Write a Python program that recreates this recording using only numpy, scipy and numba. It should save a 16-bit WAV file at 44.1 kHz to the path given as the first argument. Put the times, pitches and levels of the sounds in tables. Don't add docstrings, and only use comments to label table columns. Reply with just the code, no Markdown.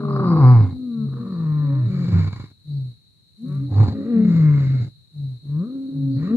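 import sys
import numpy as np
from scipy import signal
from scipy.fft import rfft, irfft, next_fast_len
from scipy.io import wavfile
from scipy.ndimage import uniform_filter1d, map_coordinates
from numba import njit

SR = 44100
rng = np.random.default_rng(int(sys.argv[2]) if len(sys.argv) > 2 else 0)


def master_out(mix):
    frames = np.transpose(np.atleast_2d(mix))
    ceiling = np.clip(frames, -1, 1)
    pcm = np.round(ceiling * 32767).astype(np.int16)
    wavfile.write(sys.argv[1], SR, pcm)


N = 280476
TIME = np.arange(N) / SR

# time in seconds, pitch in Hz, chest tone in dB.
LOUD_FALL = [(-.1, 191.6, -38), (.15, 179.8, -33.5), (.29, 171.7, -18), (.38, 154.7, -16.5),
             (.445, 127, -7.5), (.52, 124.6, -7.5), (.61, 106.6, -11), (.7, 91.3, -26.5), (.77, 98.3, -37)]
SOFT_FALL = [(.62, 262.6, -29.5), (.72, 258.1, -36), (.84, 252.3, -29.5), (.92, 232.2, -27.5),
             (1.04, 215.4, -23), (1.1, 220.4, -39)]
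LONG_FALL = [(1.05, 212.7, -39.5), (1.22, 197.7, -35), (1.3, 190.5, -28), (1.38, 167.4, -25.5),
             (1.5, 152.8, -20), (1.64, 146.7, -20), (1.8, 128.8, -19), (1.87, 112, -17.5),
             (1.93, 110.5, -40)]
SHORT_FALL = [(1.83, 200.4, -35.5), (1.92, 190.5, -25), (2.05, 171.9, -24), (2.11, 173.2, -25),
              (2.16, 171.4, -17.5), (2.22, 158.3, -24.5), (2.3, 149.6, -38)]
GROWL = [(2.07, 96, -33), (2.145, 96.2, -12), (2.21, 97.24, -17), (2.3, 93.1, -24.5), (2.35, 97, -34),
         (2.42, 99.5, -31), (2.48, 99.7, -45), (2.55, 96, -50)]
BARK = [(3.69, 99.2, -29.5), (3.76, 101.5, -14), (3.815, 107.9, -8), (3.85, 99.7, -18), (3.89, 95, -20),
        (3.96, 92.2, -34.5)]
SLOW_SWELL = [(3.7, 204.2, -45), (3.92, 212.7, -30.5), (4.04, 212.1, -31), (4.1, 241.5, -22.5),
              (4.17, 223.1, -14.5), (4.29, 213.5, -16.5), (4.35, 206.8, -27.5), (4.41, 192, -48.5)]
HOARSE_FALL = [(4.14, 197, -26), (4.184, 191.2, -20), (4.278, 173.4, -17.5), (4.472, 151.3, -12),
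               (4.648, 134.7, -18.5), (4.734, 134.5, -17.5), (4.812, 119.7, -19.5), (4.848, 115.9, -26),
               (4.91, 123.3, -43.5)]
SHORT_RISE = [(3.43, 176.8, -39), (3.53, 189.3, -34.5), (3.62, 201.3, -42), (3.72, 208.3, -48.5)]
RISE_AND_HOLD = [(5.43, 136.5, -41.5), (5.51, 144.1, -24.5), (5.57, 153.4, -21.5), (5.62, 183.3, -22.5),
                 (5.69, 259.3, -34.5), (5.76, 268.7, -28.5), (5.93, 270.4, -31), (6.11, 271.8, -23.5),
                 (6.33, 274.7, -38)]
LAST_RISE = [(6.15, 130.3, -24.5), (6.216, 155, -23.5), (6.292, 212.2, -24.5), (6.31, 216.1, -19.5),
             (6.36, 248.8, -15)]
# course (one of the tables above),
# start and end of the wide jaw in seconds, throat overtones in dB, open mouth in dB, gape over mouth in dB,
# rasp in dB (at MIDDLE_HZ), teeth over rasp in dB, upper resonance in Hz, hoarseness from 0 to 1.
CHORUS = [ (LOUD_FALL, 0.12, 0.5, -25.5, -28.5, -3.5, -52, -5.5, 2150, .5),
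          (SOFT_FALL, 1.025, 1.3, -45, -54.5, -9.5, -84.5, -4.5, 890, 0.17),
          (LONG_FALL, 0.95, 1.76, -40.5, -48, -22, -58, -3, 1800, 0.54),
          (SHORT_FALL, 1.88, 2.13, -38.5, -53, 2, -47.5, 1.5, 2260, 1),
          (GROWL, 2.13, 2.384, -45, -47.5, -12, -50, -6, 2230, 0.88),
          (SHORT_RISE, 3.52, 3.51, -46, -50.5, -20.5, -59.5, -6, 660, 0.95),
          (BARK, 3.83, 3.834, -29.5, -39, 2.2, -51.5, 2.3, 1200, .7),
          (SLOW_SWELL, 3.96, 4.20, -31, -55.5, -10, -49, -8, 1900, 0.29),
          (HOARSE_FALL, 4.364, 4.605, -35, -50.5, -28.5, -46.5, -2, 2100, 0.83),
          (RISE_AND_HOLD, 5.692, 5.595, -36.5, -48, -18.5, -69, -6.5, 1700, 0.3),
          (LAST_RISE, 6.335, 6.36, -31, -41.5, -15, -43, -7, 1880, 0.94), ]
# pitch in Hz, roughness from 0 to 1 before hoarseness and effort.
ROUGHNESS = [(92, .9), (108, 0.6), (125, 0.36), (146, .2), (165, .55), (182, .2), (225, .2), (270, 0)]
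# centre in Hz, width in Hz, level in dB.
THROAT = [(266.4, 99, 9.5), (457, 160, -6), (590, 98, -11)]
# pitch in Hz, resonance in Hz.
MOUTH = [(100, 1043), (145, 1059), (220, 1220)]
# centre in Hz, width in Hz, level in dB.
GAPE = [(784, 140, 2.5), (4600, 740, -18)]
# centre in Hz, width in Hz, level in dB.
RASP = [(1350, 250, 1.5), (1757, 370, -1.5), (2145, 410, -3.5), (2650, 660, -13)]
# centre in Hz, width in Hz, level in dB.
TEETH = [(4210, 1100, 5.5), (7020, 1300, -10)]
# start, turning point and end in seconds, pitch at each of the three in Hz,
# chest tone in dB and throat overtones in dB at the turning point.
MOANS = [ (-.6, 0.395, 0.36, 269.6, 197, 152, -24.5, -43.5),
         (-.25, .22, .37, 215.1, 194.7, 153.3, -31, -28), (.26, 0.354, .5, 169.2, 166.6, 172, -26, -24.5),
         (1.06, 1.211, 1.46, 230.2, 238.8, 213.6, -32.5, -45),
         (1.601, 1.711, 1.86, 271.8, 276.5, 321, -29.5, -44),
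         (3.378, 3.443, 3.52, 204, 246.5, 283, -29.5, -58.5),
         (3.535, 3.634, 3.74, 252.5, 282, 299, -30.5, -59.5),
         (3.856, 4.008, 4.13, 266, 272.7, 283.6, -27, -43), ]
# start in seconds, length in seconds, level in dB.
GRUNTS = [(-.03, .4, -23.5), (.922, .37, -26.5), (1.83, .36, -25), (2.646, .3, -25), (3.428, .36, -24.5),
          (5.126, .28, -27), (5.907, .34, -23)]
# share of its length, share of its pitch, swell around its level in dB.
GRUNT_SHAPE = [(0, 1.04, -24.5), (0.169, 1, -4), (0.418, .94, 1.5), (0.779, .84, -5.5), (1.002, .79, -20.5)]
# centre in seconds, level in dB, spread in seconds.
TWIGS = [(0.67, -70.5, 0.019), (3.51, -72, 0.22)]
# centre in Hz, width in Hz, level in dB before scaling to INSECT_DB.
INSECTS = [(3936, 280, -5.5), (4285, 240, -10.5)]
# centre in seconds, level in dB.
CHIRPS = [(1.348, -62), (2.76, -63), (6.169, -56)]
# frequency in Hz, relative density in dB per Hz.
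AIR = [(55, 4.5), (115, 7), (250, -10), (700, -27.5), (6000, -32), (10000, -29.5), (15500, -41.5)]
# frequency in Hz, level in dB.
THICKET = [(130, -17), (1000, -11), (2000, -5)]
# time in seconds, delay of the left microphone port in ms.
BEARING = [(0.4, -0.082), (1.5, 0.12)]
# level in dB, gain in dB.
HUSH = [(-56.5, -4), (-31.5, 0.5)]

JAW_OPENS_DB_PER_S, JAW_CLOSES_DB_PER_S, JAW_SHUT_DB = 90, 116.5, -26
THROAT_JAW, MOUTH_JAW, RASP_JAW = .64, .93, .26
THROAT_EFFORT, MOUTH_EFFORT, RASP_EFFORT = .45, .2, .46
RASP_DB_PER_OCTAVE, MIDDLE_HZ = 8, 150
ROUGHNESS_PER_DB = .05
OVERTONES_BUILD_S, OVERTONES_FADE_S = .11, .07
MOUTH_WIDTH_HZ, MOUTH_TOP_HZ = 280, 1410
MOUTH_TURBULENCE = .9
MOAN_ROUGHNESS, MOAN_SWELL_DB, MOAN_THROAT_SWELL_DB = .15, 17.5, 14.5
GRUNT_HZ, GRUNT_ROUGHNESS = 147.1, .3
GRUNT_THROAT_DB = -30.5
INSECT_DB, AIR_DB = -57.5, -53
CHIRP_HZ, CHIRP_WIDTH_HZ, CHIRP_S = 4350, 400, .062
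THICKET_T60_S, FAR_T60_S, FAR_DB, ECHO_SPREAD_HZ = .077, .94, -12.5, 3000
LOW_CUT_HZ, CUTOFF_HZ = 83.8, 15700


def roar(rows, wide_from, wide_until, throat_db, mouth_db, gape_db, rasp_db, teeth_db, upper_hz, hoarseness):
    at, edge, (pitch, chest) = course(rows)
    time = TIME[at]
    effort = chest - chest.max()
    opening = jaw(time, wide_from, wide_until)

    throat = throat_db + THROAT_EFFORT * effort + THROAT_JAW * opening
    mouth = mouth_db + MOUTH_EFFORT * effort + MOUTH_JAW * opening
    deepening = RASP_DB_PER_OCTAVE * np.log2(MIDDLE_HZ / pitch)
    rasp = rasp_db + RASP_EFFORT * effort + RASP_JAW * opening + deepening

    rough = hoarseness * np.interp(pitch, *np.transpose(ROUGHNESS)) - ROUGHNESS_PER_DB * effort
    tone, pulses, air = folds(pitch, rough)
    gape = np.interp(pitch, [115, 200], [1, .1])
    build = (time - rows[0][0]) / OVERTONES_BUILD_S
    fade = (rows[-1][0] - time) / OVERTONES_FADE_S
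    bright = np.clip(np.minimum(build, fade), 0, 1)

    throat_sound = tract(pulses, air, lambda x: resonate(x, THROAT), .51 * rough)
    mouth_sound = tract(pulses, air, lambda x: mouth_filter(x, pitch), MOUTH_TURBULENCE * rough ** 2)
    gape_sound = tract(pulses, air, lambda x: resonate(x, GAPE), rough)
    rasp_sound = tract(pulses, air, lambda x: rasp_filter(x, upper_hz), .3 + rough)
    teeth_sound = even(resonate(air, TEETH))

    voice = from_db(chest) * tone
    voice = voice + from_db(throat) * throat_sound
    voice = voice + from_db(mouth) * bright * mouth_sound
    voice = voice + from_db(mouth + gape_db) * gape * gape_sound
    voice = voice + from_db(rasp) * bright * rasp_sound
    voice = voice + from_db(rasp + teeth_db) * bright * rough * teeth_sound
    out = np.zeros(N)
    out[at] = edge * voice
    return out


def course(rows):
    s, *columns = np.transpose(rows)
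    at = np.flatnonzero((TIME >= s[0] - .01) & (TIME <= s[-1] + .01))
    to_nearest_end = np.minimum(TIME[at] - s[0], s[-1] - TIME[at])
    edge = np.clip(to_nearest_end / .02 + .5, 0, 1)
    return at, edge, [np.interp(TIME[at], s, c) for c in columns]


def jaw(time, wide_from, wide_until):
    opening = JAW_OPENS_DB_PER_S * (time - wide_from)
    closing = JAW_CLOSES_DB_PER_S * (wide_until - time)
    return np.clip(np.minimum(opening, closing), JAW_SHUT_DB, 0)


def folds(pitch, rough, jitter=.08, jitter_hz=90, shimmer=.44, shimmer_hz=75, doubling=.11):
    size = len(pitch)
    shaken = pitch * (1 + jitter * rough ** 2 * drift(jitter_hz, size))
    phase = 2 * np.pi * np.cumsum(shaken) / SR
    alternation = 1 + doubling * rough * np.sin(phase / 2)
    swing = np.exp(shimmer * rough * drift(shimmer_hz, size)) * alternation
    pulses = sum(np.cos(k * phase) for k in range(2, 28))
    air = rng.standard_normal(size) * (1.4 + (.5 + .5 * np.cos(phase)) ** 2)
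    return even(swing * np.sin(phase)), swing * pulses, swing * air


def tract(pulses, air, cavity, breathy):
    breathy = np.clip(breathy, 0, 1)
    voiced = np.sqrt(1 - breathy) * even(cavity(pulses))
    turbulent = np.sqrt(breathy) * even(cavity(air))
    return even(voiced + turbulent)


def mouth_filter(x, pitch):
    angle = 2 * np.pi * np.interp(pitch, *np.transpose(MOUTH)) / SR
    r = np.exp(-np.pi * MOUTH_WIDTH_HZ / SR)
    ringing = glide(glide(x, angle, r), angle, r)
    return signal.sosfilt(signal.butter(6, MOUTH_TOP_HZ, fs=SR, output="sos"), ringing)


@njit
def glide(x, angle, r):
    y = np.zeros(len(x))
    for i in range(2, len(x)):
        push = (1 - r * r) / 2 * (x[i] - x[i - 2])
        y[i] = push + 2 * r * np.cos(angle[i]) * y[i - 1] - r * r * y[i - 2]
    return y


def rasp_filter(x, upper_hz, width_hz=200, boost_db=3):
    rasp = resonate(x, RASP)
    return rasp + resonate(rasp, [(upper_hz, width_hz, boost_db)])


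def moan(rows, rough, breathy):
    at, edge, (pitch, chest, throat) = course(rows)
    tone, pulses, air = folds(pitch, rough)
    throat_sound = tract(pulses, air, lambda x: resonate(x, THROAT), breathy)
    out = np.zeros(N)
    out[at] = edge * (from_db(chest) * tone + from_db(throat) * throat_sound)
    return out


def soft_moan(start, turn, end, start_hz, turn_hz, end_hz, chest_db, throat_db):
    faint = (chest_db - MOAN_SWELL_DB, throat_db - MOAN_THROAT_SWELL_DB)
    rows = [(start, start_hz, *faint), (turn, turn_hz, chest_db, throat_db), (end, end_hz, *faint)]
    return moan(rows, MOAN_ROUGHNESS, breathy=.017)


def grunt(start, length, db):
    rows = [(start + length * part, GRUNT_HZ * bend, db + swell, db + swell / 2 + GRUNT_THROAT_DB)
            for part, bend, swell in GRUNT_SHAPE]
    return moan(rows, GRUNT_ROUGHNESS, breathy=.097)


def bush(x):
    t = TIME[:SR]
    near, far = rng.standard_normal((2, 2, SR)) * (t > .004)
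    near = rms_one(near * from_db(-60 * t / THICKET_T60_S))
    far = colour(rms_one(far * from_db(-60 * t / FAR_T60_S)), [(150, 6.0), (2000, -13.5)])
    mid, side = (near + from_db(FAR_DB) * far) / np.sqrt(SR)
    side = signal.lfilter(*signal.butter(1, ECHO_SPREAD_HZ, "high", fs=SR), side) + .99 * side
    echoes = signal.fftconvolve(x[None], [mid + side, mid - side], axes=1)[:, :N]
    return colour(echoes, THICKET) / np.sqrt(2)


def microphones(x):
    delay = np.interp(TIME, *np.transpose(BEARING)) / 1000
    return np.array([map_coordinates(x, [(TIME - way * delay / 2) * SR], order=3) for way in (1, -1)])


def insects(pan_db=2.0, flutter_db=1.46):
    band = rms_one(resonate(rng.standard_normal((2, N)), INSECTS))
    shrill = band * from_db(INSECT_DB + flutter_db * drift(21, N))
    calling = sum(from_db(db) * np.exp(-((TIME - s) / CHIRP_S) ** 2) for s, db in CHIRPS)
    chirp = resonate(rng.standard_normal((2, N)), [(CHIRP_HZ, CHIRP_WIDTH_HZ, 0)])
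    return (shrill + calling * rms_one(chirp)) * from_db([[pan_db], [-pan_db]])


def twigs(snaps_per_s=250):
    level = sum(from_db(db) * np.exp(-((TIME - s) / length) ** 2) for s, db, length in TWIGS)
    snaps = (rng.random((2, N)) < snaps_per_s / SR) * rng.standard_normal((2, N))
    return level * rms_one(colour(snaps, [(1000, -25.5), (4000, -7.5), (11000, -2.5), (15000, -33.5)]))


def open_air():
    noise = rng.standard_normal(N) + 8.4 * rng.standard_normal((2, N))
    return from_db(AIR_DB) * rms_one(colour(noise, AIR))


def from_db(db):
    return 10 ** (np.asarray(db) / 20)


def rms_one(x):
    return x / np.sqrt(np.mean(x ** 2) + 1e-20)


def drift(rate_hz, size):
    r = np.exp(-2 * np.pi * rate_hz / SR)
    noise = rng.standard_normal(size + SR // 4)
    return rms_one(signal.lfilter([1], [1, -2 * r, r * r], noise)[-size:])


def resonate(x, modes):
    out = 0
    for k, (hz, width, db) in enumerate(modes):
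        edges = [max(hz - width / 2, 20), hz + width / 2]
        sos = signal.butter(2, edges, "band", fs=SR, output="sos")
        out = out + (-1) ** k * from_db(db) * signal.sosfilt(sos, x)
    return out


def colour(x, spectrum):
    hz, db = np.transpose(spectrum)
    size = next_fast_len(x.shape[-1])
    bins = np.fft.rfftfreq(size, 1 / SR) + 1
    gain = from_db(np.interp(np.log(bins), np.log(hz), db))
    return irfft(rfft(x, size) * gain, size)[..., :x.shape[-1]]


def even(x):
    power = uniform_filter1d(uniform_filter1d(x * x, SR // 24), SR // 32)
    return x / np.sqrt(np.abs(power) + 1e-20)


def scene():
    lions = sum(roar(*row) for row in CHORUS)
    lions = lions + sum(soft_moan(*row) for row in MOANS)
    lions = lions + sum(grunt(*row) for row in GRUNTS)
    heard = (microphones(lions) + bush(lions)) * from_db([[.6], [-.6]])
    return heard + insects() + twigs() + open_air()


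def record(dry):
    thin = signal.sosfilt(signal.butter(4, LOW_CUT_HZ, "high", fs=SR, output="sos"), dry)
    power = np.abs(uniform_filter1d(np.mean(thin ** 2, axis=0), SR // 16))
    level = 10 * np.log10(power + 1e-12)
    hushed = thin * from_db(np.interp(level, *np.transpose(HUSH)))
    held = hushed / (1 + hushed ** 8) ** (1 / 8)
    return signal.sosfilt(signal.ellip(10, .1, 90, CUTOFF_HZ, fs=SR, output="sos"), held)


dry = scene()
out = record(dry)
master_out(out)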